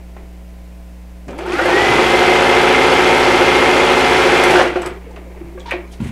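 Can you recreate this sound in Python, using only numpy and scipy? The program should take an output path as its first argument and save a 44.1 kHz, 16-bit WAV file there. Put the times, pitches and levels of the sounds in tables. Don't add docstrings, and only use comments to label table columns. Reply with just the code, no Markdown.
import sys
import numpy as np
from scipy import signal
from scipy.io import wavfile
from scipy.ndimage import uniform_filter1d

SR = 44100
rng = np.random.default_rng(int(sys.argv[2]) if len(sys.argv) > 2 else 0)


def output_pcm(signal):
    pcm = np.clip(np.atleast_2d(signal).T, -1, 1) * 32767
    wavfile.write(sys.argv[1], SR, np.round(pcm).astype(np.int16))


def linear_from_db(decibels):
    return 10 ** (np.asarray(decibels, float) / 20)


N = 269582
T = np.arange(N) / SR
HZ = np.fft.rfftfreq(4096, 1 / SR)
START_S, BRAKE_S, STOP_S = 1.27, 4.49, 4.98
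TOP_S = 2.948
STEADY = slice(3 * SR, 4 * SR)
COARSE = slice(None, None, 256)


def evened(x, where=slice(None)):
    return x / np.sqrt(np.mean(x[where] ** 2) + 1e-20)


def read(points, hz):
    f, value = np.transpose(points)
    return np.interp(np.log(hz + 1), np.log(f + 1), value)


def colour(x, db):
    log_gain = np.log(linear_from_db(np.maximum(db, -100)))
    circle = np.r_[log_gain, log_gain[-2:0:-1]]
    taps = np.fft.ifft(np.exp(np.conj(signal.hilbert(circle)))).real
    return signal.oaconvolve(x, taps[:len(HZ)])[:N]


def peaks(hz, modes):
    return sum(height / (1 + (2 * (hz - f) / width) ** 2) for f, width, height in modes)


def after(s):
    return np.maximum(T - s, 0)


def burst(s, db, rise_s, t60):
    return np.minimum(after(s) / rise_s, 1) * linear_from_db(db - 60 * after(s) / t60)


# (frequency [Hz], level [dB])
HUM = [(60, -35), (180, -43.5), (240, -59), (300, -54.5), (420, -60.5), (540, -58), (660, -58), (780, -65),
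       (900, -69), (1020, -64.5)]
# (frequency [Hz], level [dB per Hz])
AIR = [(500, -30), (720, -6), (1000, -4), (2300, -1.5), (3200, -8), (4000, -10.5), (8000, -13),
       (15700, -16.5)]
# (frequency [Hz], level [dB])
RUMBLE = [(15, 7.5), (30, 9.5), (75, -7), (120, 0), (350, -8.5), (670, -5), (900, -14), (1500, -40)]


def background():
    hum = sum(np.sqrt(2) * linear_from_db(db) * np.sin(2 * np.pi * (hz * T + rng.random())) for hz, db in HUM)
    air = evened(colour(rng.standard_normal(N), read(AIR, HZ)))
    rumble = evened(colour(rng.standard_normal(N), read(RUMBLE, HZ)))
    return hum + linear_from_db(-53.5) * air + linear_from_db(-46.5) * rumble


# (frequency [Hz], level [dB per Hz])
CLOTH = [(130, -34), (220, -10), (362, 2), (525, -10), (863, -10), (1370, -22), (2200, -15), (9000, -64)]
# (time [s], level [dB], t60 [s])
CLOTH_STROKES = [
    (0.0, -49, 1.0),
    (.165, -43, .6),
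    (.33, -54, .5),
                 (4.9, -35, 0.28),
    (6.0, -43, 2.3),
]


def cloth():
    hands_s, hands_db = 4.9, -43.5
    level = linear_from_db(hands_db) * (T > hands_s)
    for s, db, t60 in CLOTH_STROKES:
        level = level + burst(s, db, 0.0019, t60)
    clumps = evened(uniform_filter1d(rng.standard_normal(N), size=900))
    rustle = rng.standard_normal(N) * linear_from_db(2.5 * clumps)
    return level * evened(colour(rustle, read(CLOTH, HZ)))


# (frequency [Hz], t60 [s])
RING_T60 = [(120, 0.045), (210, 0.02), (345, 0.11), (600, 0.03), (1100, 0.05), (2300, 0.018), (5300, 0.007),
            (8000, 0.012)]


def strike(blows, crack_hz, rise_s, crack_t60):
    out = np.zeros(N + SR)
    t = T[:SR // 2]
    band = signal.butter(3, [.4 * crack_hz, 1.5 * crack_hz], "bandpass", fs=SR)
    for s, ring_db, ring_hz, crack_db in blows:
        fade = linear_from_db(-60 * t / read(RING_T60, ring_hz))
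        onset = np.minimum(t / max(1 / ring_hz, rise_s), 1)
        mode = fade * np.sin(2 * np.pi * ring_hz * t) * onset
        chatter = rng.standard_normal(len(t)) * fade * ring_hz * 4e-5
        chatter[0] = 1
        ring = signal.fftconvolve(mode, chatter)[:len(t)]
        puff = rng.standard_normal(len(t)) * linear_from_db(-60 * t / crack_t60) * np.minimum(t / rise_s, 1)
        crack = signal.lfilter(*band, puff)
        blow = linear_from_db(ring_db) * ring / abs(ring).max() + linear_from_db(crack_db) * crack / abs(crack).max()
        out[round(s * SR):][:len(t)] += blow
    return out[:N]


# (time [s], ring level [dB], ring [Hz], crack level [dB])
HAND_TAPS = [
    (.163, -40, 620, -33),
             (5.064, -28.5, 458, -44), (5.092, -38, 510, -43), (5.164, -33, 423, -41), (5.172, -31, 657, -38),
        (5.18, -42, 400, -45), (5.212, -36, 330, -50), (5.264, -34.5, 520, -48), (5.345, -39, 865, -46),
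        (5.37, -37, 420, -36), (5.41, -22.5, 334, -39), (5.423, -43, 341, -46), (5.446, -45, 342, -55),
        (5.549, -29, 362, -50), (5.574, -29.5, 516, -35), (5.576, -36.5, 1150, -44)]


def taps():
    return strike(HAND_TAPS, crack_hz=1500, rise_s=.005, crack_t60=.06)


def shaft():
    halfway_s, runup_s, coast_s = 1.5, .115, .21
    cruise = 13.95 + np.interp(T, (2.15, 2.85), [0, .27])
    runup = 1 + np.exp(np.minimum((halfway_s - T) / runup_s, 2))
    return cruise / runup * np.exp(-np.minimum(after(BRAKE_S) / coast_s, 2.6))


def knocks(turns, angle, size, jitter_s, spread_db):
    at = np.arange(int(turns[-1]))[:, None] + angle
    s = np.interp(at, turns, T) + jitter_s * rng.standard_normal(at.shape)
    out = np.zeros(N)
    heights = size * linear_from_db(spread_db * rng.standard_normal(at.shape))
    np.add.at(out, (s * SR).astype(int) % N, heights)
    return out


# (time [s], level [dB], hiss relative level [dB], t60 [s])
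LURCHES = [
    (1.282, -27.5, -22, 0.36),
    (1.384, -27, -32, 0.96),
    (1.527, -25, -3, 0.087),
    (1.588, -38, -22, .4),
    (1.98, -12, -22, 0.13),
    (4.5, -15.5, -13, 1),
    (4.755, -25, -12, 0.32),
    (4.814, -21, -22, 0.36),
    (4.857, -15.5, -31, 0.17),
]


def effort(speed):
    let_go_s = 4.606
    top_speed_so_far = np.maximum.accumulate(speed) / speed.max()
    run_db = -12 + 49 * np.log10(top_speed_so_far)
    casing_power = linear_from_db(run_db - 89 * after(let_go_s)) ** 2
    hiss_power = linear_from_db(run_db - 89 * after(let_go_s) - 10.5 - 90 * after(let_go_s)) ** 2
    for s, db, hiss_db, t60 in LURCHES:
        shake = burst(s, db, 0.0052, t60)
        casing_power = casing_power + shake ** 2
        hiss_power = hiss_power + (shake * linear_from_db(hiss_db)) ** 2
    return np.sqrt(casing_power), np.sqrt(hiss_power)


# (frequency [Hz], level [dB per Hz])
CASING = [(41, -51), (70, -24), (182, -15), (341, -11), (451, -8), (648, -2.5), (777, 0.5), (1050, -7),
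          (1340, 0), (1960, -6), (2120, -12.5), (2310, -3), (3600, -13.5), (4680, -26), (7920, -120)]
# (frequency [Hz], width [Hz], height [dB])
PANELS = [(341, 147, 11.5), (878, 220, 2.5), (1430, 150, -1.5), (1600, 82, -0.4), (2102, 110, 10),
          (3460, 42, -1), (3710, 120, -4.5)]


def casing_db(hz):
    return read(CASING, hz) + peaks(hz, PANELS)


# (frequency [Hz], share [0 to 1])
REPEATS = [(100, .5), (350, .35), (700, .3), (1400, .1), (2800, .03)]


def casing_rattle(alike, turns):
    feed_turns = turns - np.interp(TOP_S, T, turns) - .16
    feed_db = 1.5 * np.cos(4 * np.pi * feed_turns)
    contacts = rng.standard_normal(N) * linear_from_db(1.0 * rng.exponential(1, N) + feed_db)
    loose = evened(contacts * (rng.random(N) < .2))
    share = np.clip(read(REPEATS, HZ), 0, 1)
    body = colour(alike, casing_db(HZ) + 10 * np.log10(share))
    body += colour(loose, casing_db(HZ) + 10 * np.log10(1 - share))
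    return evened(body, STEADY)


# (frequency [Hz], level [dB per Hz])
SLIDING = [(1940, -23), (3300, -7), (3810, -14.5), (4200, -13), (5510, -16.5), (5960, -19), (10700, -27.5),
           (15600, -41)]


def sliding_hiss(alike, turns):
    stroke_db = 1.1 * np.cos(8 * np.pi * turns + 0.96)
    stroke_db += 0.4 * np.cos(4 * np.pi * turns) + 0.7 * np.cos(16 * np.pi * turns)
    tick_db = 1.3 * np.minimum(rng.exponential(1, N), 7) + stroke_db
    ticks = rng.standard_normal(N) * linear_from_db(tick_db) * (rng.random(N) < .5)
    return evened(colour(ticks + .1 * alike, read(SLIDING, HZ)), STEADY)


def struck(turns, blows, modes):
    response = peaks(HZ, [(hz, width, linear_from_db(db)) for hz, width, db in modes])
    angle, db = np.transpose(blows)
    angle = (angle + np.interp(TOP_S, T, turns)) % 1
    train = knocks(turns, angle, linear_from_db(db), jitter_s=3e-4, spread_db=2)
    return evened(colour(train, 20 * np.log10(response)), STEADY)


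# (shaft angle [turns], level [dB])
NEEDLE = [
    (0.08, -4),
    (0.2, -5),
    (0.55, 0),
    (.66, -3),
    (.78, -5),
]
# (frequency [Hz], width [Hz], height [dB])
BED = [(362, 40.4, 10), (459.6, 18, 5), (529.6, 50, -3), (832, 330, -3.5)]


def needle_bar(turns):
    return linear_from_db(-4.5) * struck(turns, NEEDLE, BED)


# (shaft angle [turns], level [dB])
HOOK = [
    (.03, -2),
    (.39, 0),
    (.53, 0),
    (.66, -3),
    (.79, 1),
    (.92, -4),
]
# (frequency [Hz], width [Hz], height [dB])
RACE = [(520, 120, 0)]


def bobbin_hook(turns):
    return linear_from_db(-12) * struck(turns, HOOK, RACE)


# (shaft angle [turns], level [dB])
TAKE_UP = [
    (.19, -3),
    (.69, 0),
]
# (frequency [Hz], width [Hz], height [dB])
ARM = [(2070, 220, 5), (5400, 2500, -16.5)]


def thread_lever(turns):
    return linear_from_db(-19.5) * struck(turns, TAKE_UP, ARM)


def wavering(turns, k):
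    drift = evened(uniform_filter1d(rng.standard_normal((2, len(T[COARSE]))), size=24, axis=1))
    phase = 2 * np.pi * (k * turns + rng.random()) + np.interp(T, T[COARSE], .004 * k * drift[1])
    return np.sqrt(2) * np.interp(T, T[COARSE], linear_from_db(2.0 * drift[0])) * np.sin(phase)


# (multiple of the stitch rate, level [dB])
ORDERS_DB = [(5, -41), (6, -45), (8, -40), (9, -44), (10, -38), (11, -43), (12, -43), (13, -40), (15, -39),
             (16, -40), (17, -32), (18, -36), (19, -32), (24, -25), (26, -33), (30, -28), (32, -25.5),
             (38, -35), (40, -28), (44, -33), (52, -31), (54, -34), (56, -32), (58.35, -30), (64, -29.5),
             (68, -33), (70, -40), (71, -35), (78, -36), ]


def shaft_tones(turns, speed):
    out = np.zeros(N)
    for k, db in ORDERS_DB:
        lift_db = casing_db(k * speed[COARSE]) - casing_db(k * speed.max())
        out += np.interp(T, T[COARSE], linear_from_db(db + lift_db)) * wavering(turns, k)
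    return out


# (multiple of the stitch rate, level [dB])
TEETH = [(150, 0), (146, -9), (147, -6), (154, -11), (142, -12), (138, -13), (92, 2), (125, -6), (184, -2),
         (229.5, -7), (242.8, -6)]
# (frequency [Hz], width [Hz], height [dB])
COVER = [(1455, 110, 11), (1720, 200, 4), (1900, 130, 11), (2080, 170, 10)]


def gears(turns, speed):
    out = np.zeros(N)
    for k, db in TEETH:
        lift_db = peaks(k * speed[COARSE], COVER)
        out += np.interp(T, T[COARSE], linear_from_db(db + lift_db)) * wavering(turns, k)
    level_db = -35.5 + 9 * np.log10(speed / speed.max()) - 150 * after(BRAKE_S)
    return linear_from_db(level_db) * out


def machine():
    speed = shaft()
    running = 1. * (T > START_S) * (T < STOP_S)
    turns = np.cumsum(speed * running + 1e-6) / SR
    on = uniform_filter1d(running, size=300)
    level, hiss_level = effort(speed)
    slow = np.log10(speed.max() / speed)
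    density = np.sqrt(speed.max() / speed)
    pattern = knocks(turns, rng.random(160), rng.standard_normal(160), jitter_s=6e-5, spread_db=1.5)
    alike = evened(pattern * density, STEADY)
    body = linear_from_db(-6 * slow) * casing_rattle(alike, turns)
    stitch_parts = needle_bar(turns) + bobbin_hook(turns) + thread_lever(turns)
    body += linear_from_db(11 * slow) * stitch_parts
    rattle = on * linear_from_db(-5.0) * (level * body + hiss_level * sliding_hiss(alike, turns))
    whine = level / linear_from_db(-12) * shaft_tones(turns, speed) + gears(turns, speed)
    return rattle, on * whine


# (time [s], ring level [dB], ring [Hz], crack level [dB])
CLUNKS = [(1.281, -39, 286, -33), (1.3, -29.5, 520, -38), (1.318, -29, 540, -35), (1.331, -28, 930, -31),
          (1.387, -29, 1020, -30), (1.392, -22, 338, -44), (1.408, -21, 385, -40), (1.445, -23, 360, -40),
          (1.462, -27, 1350, -30), (1.475, -24, 346, -35), (1.493, -22, 378, -31), (1.533, -13, 347, -27),
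          (1.56, -25, 350, -32), (1.587, -25, 1470, -8), (1.6, -14, 1440, -31), (1.61, -20, 520, -19),
          (1.63, -24, 405, -20), (1.655, -8, 520, -18), (1.685, -14, 994, -26), (1.7, -15, 347, -24),
          (1.74, -16, 345, -26), (1.77, -10, 378, -24), (1.772, -11, 784, -24), (1.82, -13, 348, -24),
          (1.85, -13, 794, -26), (4.557, -5, 1445, -9), (4.565, -8, 1540, -18), (4.538, -11, 734, -7),
          (4.58, -12, 694, -19), (4.594, -6, 521, -3), (4.612, -7, 722, -4.5), (4.757, -14, 369.5, -11.5),
          (4.758, -19, 534, -36), (4.772, -12, 703, -27), (4.787, -23, 350, -28), (4.805, -23, 358, -35),
          (4.83, -24, 697, -18.5), (4.853, -20.5, 468, -19), (4.866, -28, 363, -21), (4.898, -31, 382, -36),
          (4.93, -29, 410, -38)]


def clunks():
    return strike(CLUNKS, crack_hz=1200, rise_s=.001, crack_t60=.07)


# (time [s], ring level [dB], ring [Hz], crack level [dB])
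TICKS = [(1.281, -50, 5450, -38), (1.307, -48, 5180, -38), (1.387, -36, 2120, -34), (1.41, -34, 2030, -40),
         (1.484, -40, 5400, -41), (1.488, -30, 1780, -41), (1.49, -36, 3330, -42),
         (1.521, -19.5, 2520, -23.5), (5.109, -38, 860, -43), (5.161, -42, 2660, -42),
         (3.8, -25, 6960, -43), (5.596, -52, 7000, -35), (5.604, -31.5, 3500, -49), (5.616, -37, 3380, -52)]


def ticks():
    return strike(TICKS, crack_hz=5500, rise_s=.001, crack_t60=.07)


# (time [s], ring level [dB], ring [Hz], crack level [dB])
THUDS = [
    (1.281, -33, 125, -25),
    (1.8, -22, 120, -40),
    (1.9, -19, 130, -40),
    (1.96, -25, 140, -40),
    (4.86, -26, 133, -21.5),
    (6.028, -27, 70, -50),
    (5.44, -31, 131, -55),
]


def thuds():
    return strike(THUDS, crack_hz=500, rise_s=.003, crack_t60=.1)


# (time [s], ring level [dB], ring [Hz], crack level [dB])
LATCHES = [(1.38, -46, 11100, -39), (1.389, -37, 7940, -38), (1.553, -44, 13000, -36),
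           (1.583, -44, 13000, -43), (1.608, -44, 13000, -35), (1.655, -42, 14500, -24),
           (1.462, -46, 7700, -38), (4.437, -39, 10900, -14), (4.493, -32, 9050, -32),
           (4.507, -32, 12600, -17), (4.615, -37, 8540, -31), (4.656, -42, 8000, -40),
           (4.679, -40, 8600, -36), (4.737, -63, 11000, -47.5), (4.79, -46, 10900, -49.5),
           (4.818, -31, 8000, -40), (4.819, -35, 5100, -29), (4.859, -30, 7960, -38),
           (4.86, -30, 5000, -26.5), (4.872, -39, 5460, -34), (5.708, -54, 9000, -29.5)]


def latches():
    return strike(LATCHES, crack_hz=7200, rise_s=.001, crack_t60=.05)


# (time [s], ring level [dB], ring [Hz], crack level [dB])
LEVER = [(5.161, -44, 1970, -31), (5.692, -35, 1920, -28), (5.709, -17, 2310, -13), (5.714, -13, 2480, -19),
         (5.717, -19, 1880, -24), (5.72, -16.5, 550, -30), (5.722, -18, 2360, -20), (5.729, -34, 2290, -21),
         (5.735, -19, 349, -26), (5.738, -17, 700, -37), (5.728, -27, 470, -25), (5.745, -27, 610, -33),
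         (5.765, -29, 346, -31), (5.78, -37, 2240, -36), (5.8, -34, 2200, -42), (5.84, -44, 2280, -52),
         (5.875, -45, 2320, -57)]


def lever():
    return strike(LEVER, crack_hz=1900, rise_s=.001, crack_t60=.08)


# (time [s], ring level [dB], ring [Hz], crack level [dB])
SCRAPES = [
    (5.657, -27, 944, -29.5),
    (5.668, -33, 1004, -31),
    (5.679, -24, 943, -31),
    (5.692, -31, 960, -30),
    (5.875, -54, 6400, -46),
    (5.93, -54, 6800, -36.5),
]


def scrapes():
    return strike(SCRAPES, crack_hz=3000, rise_s=.006, crack_t60=.12)


# (time [s], ring level [dB], ring [Hz], crack level [dB])
SWISHES = [
    (5.66, -43, 4400, -48),
    (5.912, -45, 3170, -36.5),
    (6.0, -58, 6500, -39),
    (6.03, -60, 7500, -37),
    (6.062, -58, 6460, -37),
]


def swishes():
    return strike(SWISHES, crack_hz=7000, rise_s=.015, crack_t60=.15)


# (time [s], ring level [dB], ring [Hz], crack level [dB])
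BUMPS = [
    (6.002, -13.5, 194, -31),
    (6.004, -33, 970, -38),
    (6.016, -14.5, 208, -43),
    (6.023, -16, 117, -35),
    (6.034, -34, 600, -41),
    (6.032, -22, 230, -37),
    (6.058, -24, 190, -37),
    (6.045, -17, 114, -30.5),
    (6.07, -28, 150, -34),
    (6.088, -22, 197, -32),
]


def bumps():
    return strike(BUMPS, crack_hz=2000, rise_s=.001, crack_t60=.1)


# (frequency [Hz], t60 [s])
ROOM = [(200, .4), (1000, .38), (4000, .24), (12000, .14)]


def room(x):
    echoes = np.zeros(SR // 2)
    at = np.arange(200, len(echoes) - 20, 20)
    echoes[at + rng.integers(0, 20, len(at))] = rng.choice([-1., 1.], len(at))
    hz, t, z = signal.stft(echoes, SR, nperseg=256)
    fade = linear_from_db(-60 * t / read(ROOM, hz)[:, None])
    tail = signal.istft(z * fade, SR, nperseg=256)[1]
    return signal.fftconvolve(x, tail / np.linalg.norm(tail))[:N]


def scene():
    quiet = background() + cloth()
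    blows = taps()
    rattle, whine = machine()
    blows = blows + clunks() + ticks() + thuds() + latches()
    blows = blows + lever() + scrapes() + swishes() + bumps()
    echoes = room(linear_from_db(-10.0) * rattle + linear_from_db(-8) * blows)
    mono = linear_from_db(2.5) * rattle + blows + echoes + whine + quiet
    return np.array([mono, mono])


def noise_filled(x):
    hz, t, z = signal.stft(x, SR, nperseg=1024)
    chance = rng.random((len(hz) // 18 + 1, len(t) // 3 + 1))
    patch = chance[np.arange(len(hz)) // 18][:, np.arange(len(t)) // 3]
    power = abs(z[0]) ** 2
    loud = uniform_filter1d(power.sum(0), size=15) > linear_from_db(-42)
    hush = power[hz > 3000].sum(0) < linear_from_db(-104)
    busy = np.interp(hz, [4000, 8900, 9000, 11000, 13000, 15500], [0, .012, .2, .12, .4, .2])[:, None]
    still = np.interp(hz, [2800, 4200, 8800, 8900], [0, .85, .9, .03])[:, None]
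    empty = np.interp(hz, [9000, 11500, 12300, 13200], [0, .1, .6, .08])[:, None]
    noise = z * np.exp(2j * np.pi * rng.random(z.shape))
    z = np.where(loud & (patch < busy), 1.5 * noise, z + .3 * noise * (hush & (patch < still)))
    kept = ~(loud & (patch > 1 - empty))
    return signal.istft(z * kept, SR, nperseg=1024)[1][:, :N]


def top_cut(x):
    return signal.sosfilt(signal.butter(12, 15710, fs=SR, output="sos"), x)


def record(dry):
    limited = dry / (1 + abs(dry / .97) ** 6) ** (1 / 6)
    edge = signal.firwin(511, 15750, window=("kaiser", 9), fs=SR)[None]
    mix = signal.oaconvolve(noise_filled(limited), edge, "same")
    return top_cut(mix)


dry = scene()
out = record(dry)
output_pcm(out)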